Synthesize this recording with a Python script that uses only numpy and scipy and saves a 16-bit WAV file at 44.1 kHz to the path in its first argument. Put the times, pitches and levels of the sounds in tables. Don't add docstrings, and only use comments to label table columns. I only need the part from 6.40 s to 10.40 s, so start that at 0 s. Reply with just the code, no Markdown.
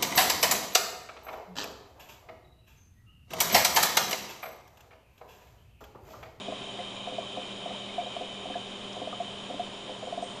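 import sys
import numpy as np
from scipy import signal
from scipy.fft import rfft, irfft
from scipy.io import wavfile

SR = 44100
rng = np.random.default_rng(int(sys.argv[2]) if len(sys.argv) > 2 else 0)


def materialize(psi):
    bounded = np.clip(np.atleast_2d(psi).T, -1, 1)
    quanta = np.round(bounded * 32767).astype(np.int16)
    wavfile.write(sys.argv[1], SR, quanta)


N = 176400

# frequency in Hz, relative density in dB.
AIR_SPECTRUM = [(20, -5.5), (30, -5), (45, -17.5), (75, -5.5), (120, -3.5), (150, -3.5), (200, 1.5),
                (270, 1), (325, -2.5), (400, 5), (470, -2), (550, 2.5), (720, 0.5), (820, -2), (1100, -3),
                (1400, -10), (2000, -11), (3800, -7.5), (4300, -15.5), (5200, -16), (6200, -20.5),
                (7500, -22), (8300, -22.5), (10000, -24.5)]
# frequency in Hz, rms level in dB.
HUM_LINES = [(120, -61), (199.2, -51.5), (398.4, -57), (517, -64), (599, -58.5), (700, -57.5),
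             (1038, -61.5), (1181, -66.5), (1320, -70), (1620, -71)]
# centre in Hz, width in Hz, base level in dB, fade in dB per second.
WHIRR_BANDS = [(2455, 370, -54, 1.4), (2637, 420, -62, -0.5), (2960, 100, -54, 0.1),
               (3126, 170, -50.5, 0.84), (3240, 100, -55, -.5), (3603, 330, -53.5, -0.4),
               (3823, 140, -55.5, 1.8)]
# frequency in Hz, base level in dB.
WHINE_LINES = [(2401, -68), (3058, -53.5), (3106, -60), (3138, -56.5), (3215, -66.5), (3661, -61.5),
               (3704, -68.5), (7612, -82)]
# time in seconds, gain in dB.
WHIRR_GAIN = [(0, 0), (1.4, 1.5), (2.4, 0.2), (3.3, -.7), (4, -4.5)]
# frequency in Hz, relative level in dB, T60 in seconds.
VESSEL_MODES = [(235, -13.5, 0.15), (290, -13, 0.1), (350, -14, .06), (518, 2, 0.17), (559, -14, 0.035),
                (631, 5.5, 0.063), (703.3, -1, 0.13), (767, -19.5, 0.041)]
# start in seconds, initial pitch in Hz, gain in dB.
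SMALL_BUBBLES = [(.122, 1080, -42), (0.39, 2010, -39.5), (.828, 1090, -36), (1.306, 1160, -43),
                 (1.495, 2180, -38.5), (1.598, 2300, -38), (1.765, 1110, -40), (2.140, 1654, -39),
                 (2.727, 1188, -31.5), (3.549, 980, -41)]
# start in seconds, initial pitch in Hz, ring gain in dB,
# ring decay in seconds, knock gain in dB, gulp gain in dB.
LARGE_BUBBLES = [(.083, 656, -29, 0.011, -37.5, -38), (.123, 640, -23, 0.0045, -38, -46),
                 (.389, 689, -33, 0.025, -41, -60), (.673, 684, -28, 0.0087, -38.5, -48),
                 (.722, 594, -36, .005, -40, -39.5), (.783, 650, -21.5, 0.011, -40, -47),
                 (.9725, 678, -30, 0.012, -34.5, -37.5), (1.2585, 674, -25, 0.0092, -41.5, -49),
                 (1.3055, 677, -29.5, 0.012, -40.5, -45), (1.580, 680, -22, 0.024, -45, -47),
                 (1.620, 675, -30, 0.013, -40, -64), (1.661, 691, -36, 0.021, -41, -63),
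                 (1.764, 667, -24, 0.0097, -46, -48), (1.810, 690, -32.5, 0.017, -36, -40.5),
                 (2.056, 678, -27.5, .007, -40, -42), (2.100, 710, -32.5, 0.012, -39.5, -36.5),
                 (2.154, 680, -23.5, 0.013, -41, -44), (2.567, 685, -33.5, 0.0063, -40, -53),
                 (2.617, 680, -31.5, 0.0093, -36.5, -39), (2.673, 630, -19.5, 0.0053, -42.5, -46),
                 (2.727, 692, -33, 0.016, -46, -61), (2.801, 674, -20.5, 0.013, -43, -44),
                 (3.100, 690, -34, 0.021, -38, -39), (3.140, 666, -27, .006, -49, -36),
                 (3.195, 686, -22.5, 0.016, -44, -45), (3.4945, 663, -33, 0.0043, -37, -43),
                 (3.628, 630, -28, .007, -38, -57), (3.671, 690, -27, 0.0067, -39, -54),
                 (3.724, 668, -23, 0.011, -45, -59), (3.776, 670, -24, .011, -43, -42),
                 (3.825, 675, -22, 0.0086, -40, -46)]


def undb(db):
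    return 10 ** (np.asarray(db) / 20)


def add(out, start_s, sound):
    i = max(int(start_s * SR), 0)
    out[i:i + len(sound)] += sound[:max(N - i, 0)]


def noise(shape):
    hz = np.arange(N // 2 + 1) * SR / N + 1e-3
    x = irfft(rfft(rng.standard_normal(N)) * shape(hz), N)
    return x / np.sqrt(np.mean(x ** 2))


def band(hz, width_hz):
    return noise(lambda f: 1 / (1 + ((f * f - hz * hz) / (f * width_hz)) ** 2))


def wander(rate_hz):
    return noise(lambda f: 1 / (1 + (f / rate_hz) ** 4))


def tones(table, drift_hz, drift_rate_hz, flutter_db):
    out = np.zeros(N)
    for hz, db in table:
        peak = np.sqrt(2) * undb(db + flutter_db * wander(rate_hz=14))
        cycles = rng.random() + np.cumsum(hz + drift_hz * wander(drift_rate_hz)) / SR
        out += peak * np.sin(2 * np.pi * cycles)
    return out


def air(level_db=-43.5, flutter_db=0.4):
    hz, db = np.array(AIR_SPECTRUM).T
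    gain = undb(level_db + flutter_db * wander(rate_hz=6.3))
    return gain * noise(lambda f: undb(np.interp(np.log(f), np.log(hz), db)))


def hum():
    return tones(HUM_LINES, drift_hz=0.91, drift_rate_hz=5.85, flutter_db=1.66)


def whirr(fizz_db=0.38, hiss_db=-63, throb_db=2, throb_peak_s=0.025, throb_period_s=0.278):
    t = np.arange(N) / SR
    body = sum(undb(db - fade_db_per_s * t) * band(hz, width_hz)
               for hz, width_hz, db, fade_db_per_s in WHIRR_BANDS)
    body *= undb(fizz_db * wander(rate_hz=130))
    whine = tones(WHINE_LINES, drift_hz=3.32, drift_rate_hz=14.4, flutter_db=4.0)
    gain_db = np.interp(t, *np.array(WHIRR_GAIN).T)
    throb = np.cos(2 * np.pi * (t - throb_peak_s) / throb_period_s)
    hiss = undb(hiss_db + throb_db * throb) * band(6910, width_hz=400)
    return (body + whine) * undb(gain_db) + hiss


def tick(centre_s=2.531, width_s=0.004, level_db=-45):
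    t = np.arange(N) / SR
    return undb(level_db) * np.exp(-((t - centre_s) / width_s) ** 2) * band(5100, width_hz=1500)


def sizzle(start_s=3.82, decay_s=0.11, band_db=-57):
    t = np.arange(N) / SR
    bands = band(8500, width_hz=550) + band(6500, width_hz=3100)
    envelope = (t > start_s) * np.exp(-abs(t - start_s) / decay_s)
    return undb(band_db) * bands * envelope


def room(x, t60_s=0.19, delay_s=0.00593, wet_db=-14):
    t = np.arange(SR // 2) / SR
    tail = rng.standard_normal(len(t)) * undb(-60 * t / t60_s) * (t > delay_s)
    tail /= np.sqrt(np.sum(tail ** 2))
    return x + undb(wet_db) * signal.fftconvolve(x, tail)[:N]


def knock(attack_s=0.00085, detune_spread=0.0061):
    t = np.arange(SR // 4) / SR
    detunes = 1 + detune_spread * rng.standard_normal(len(VESSEL_MODES))
    modes = sum(undb(db - 60 * t / t60_s) * np.sin(2 * np.pi * hz * detune * t)
                for (hz, db, t60_s), detune in zip(VESSEL_MODES, detunes))
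    return modes * (1 - np.exp(-t / attack_s))


def ring(hz, swell_s, decay_s, rise_fraction=0.0624, rise_s=0.016):
    t = np.arange(SR // 5) / SR
    pitch_hz = hz * (1 + rise_fraction * (1 - np.exp(-t / rise_s)))
    swell = 1 - np.exp(-(t / swell_s) ** 2)
    decay = np.exp(-(t / decay_s) ** 1.35)
    return np.sin(2 * np.pi * np.cumsum(pitch_hz) / SR) * swell * decay


def bubbling(gulp_hz=274):
    out = np.zeros(N)
    for start_s, hz, ring_db, decay_s, knock_db, gulp_db in LARGE_BUBBLES:
        add(out, start_s, undb(ring_db) * ring(hz, swell_s=0.0027, decay_s=decay_s))
        add(out, start_s, undb(knock_db) * knock())
        add(out, start_s, undb(gulp_db) * ring(gulp_hz, swell_s=0.0032, decay_s=0.029))
    for start_s, hz, db in SMALL_BUBBLES:
        add(out, start_s, undb(db) * ring(hz, swell_s=0.0011, decay_s=0.0092))
    return out


def scene():
    return (hum() + room(bubbling()) + whirr() + air() + tick() + sizzle())[None]


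def record(dry):
    cutoff_hz = 10050
    return signal.sosfilt(signal.ellip(12, 0.2, 70, cutoff_hz, fs=SR, output="sos"), dry)


dry = scene()
out = record(dry)
materialize(out)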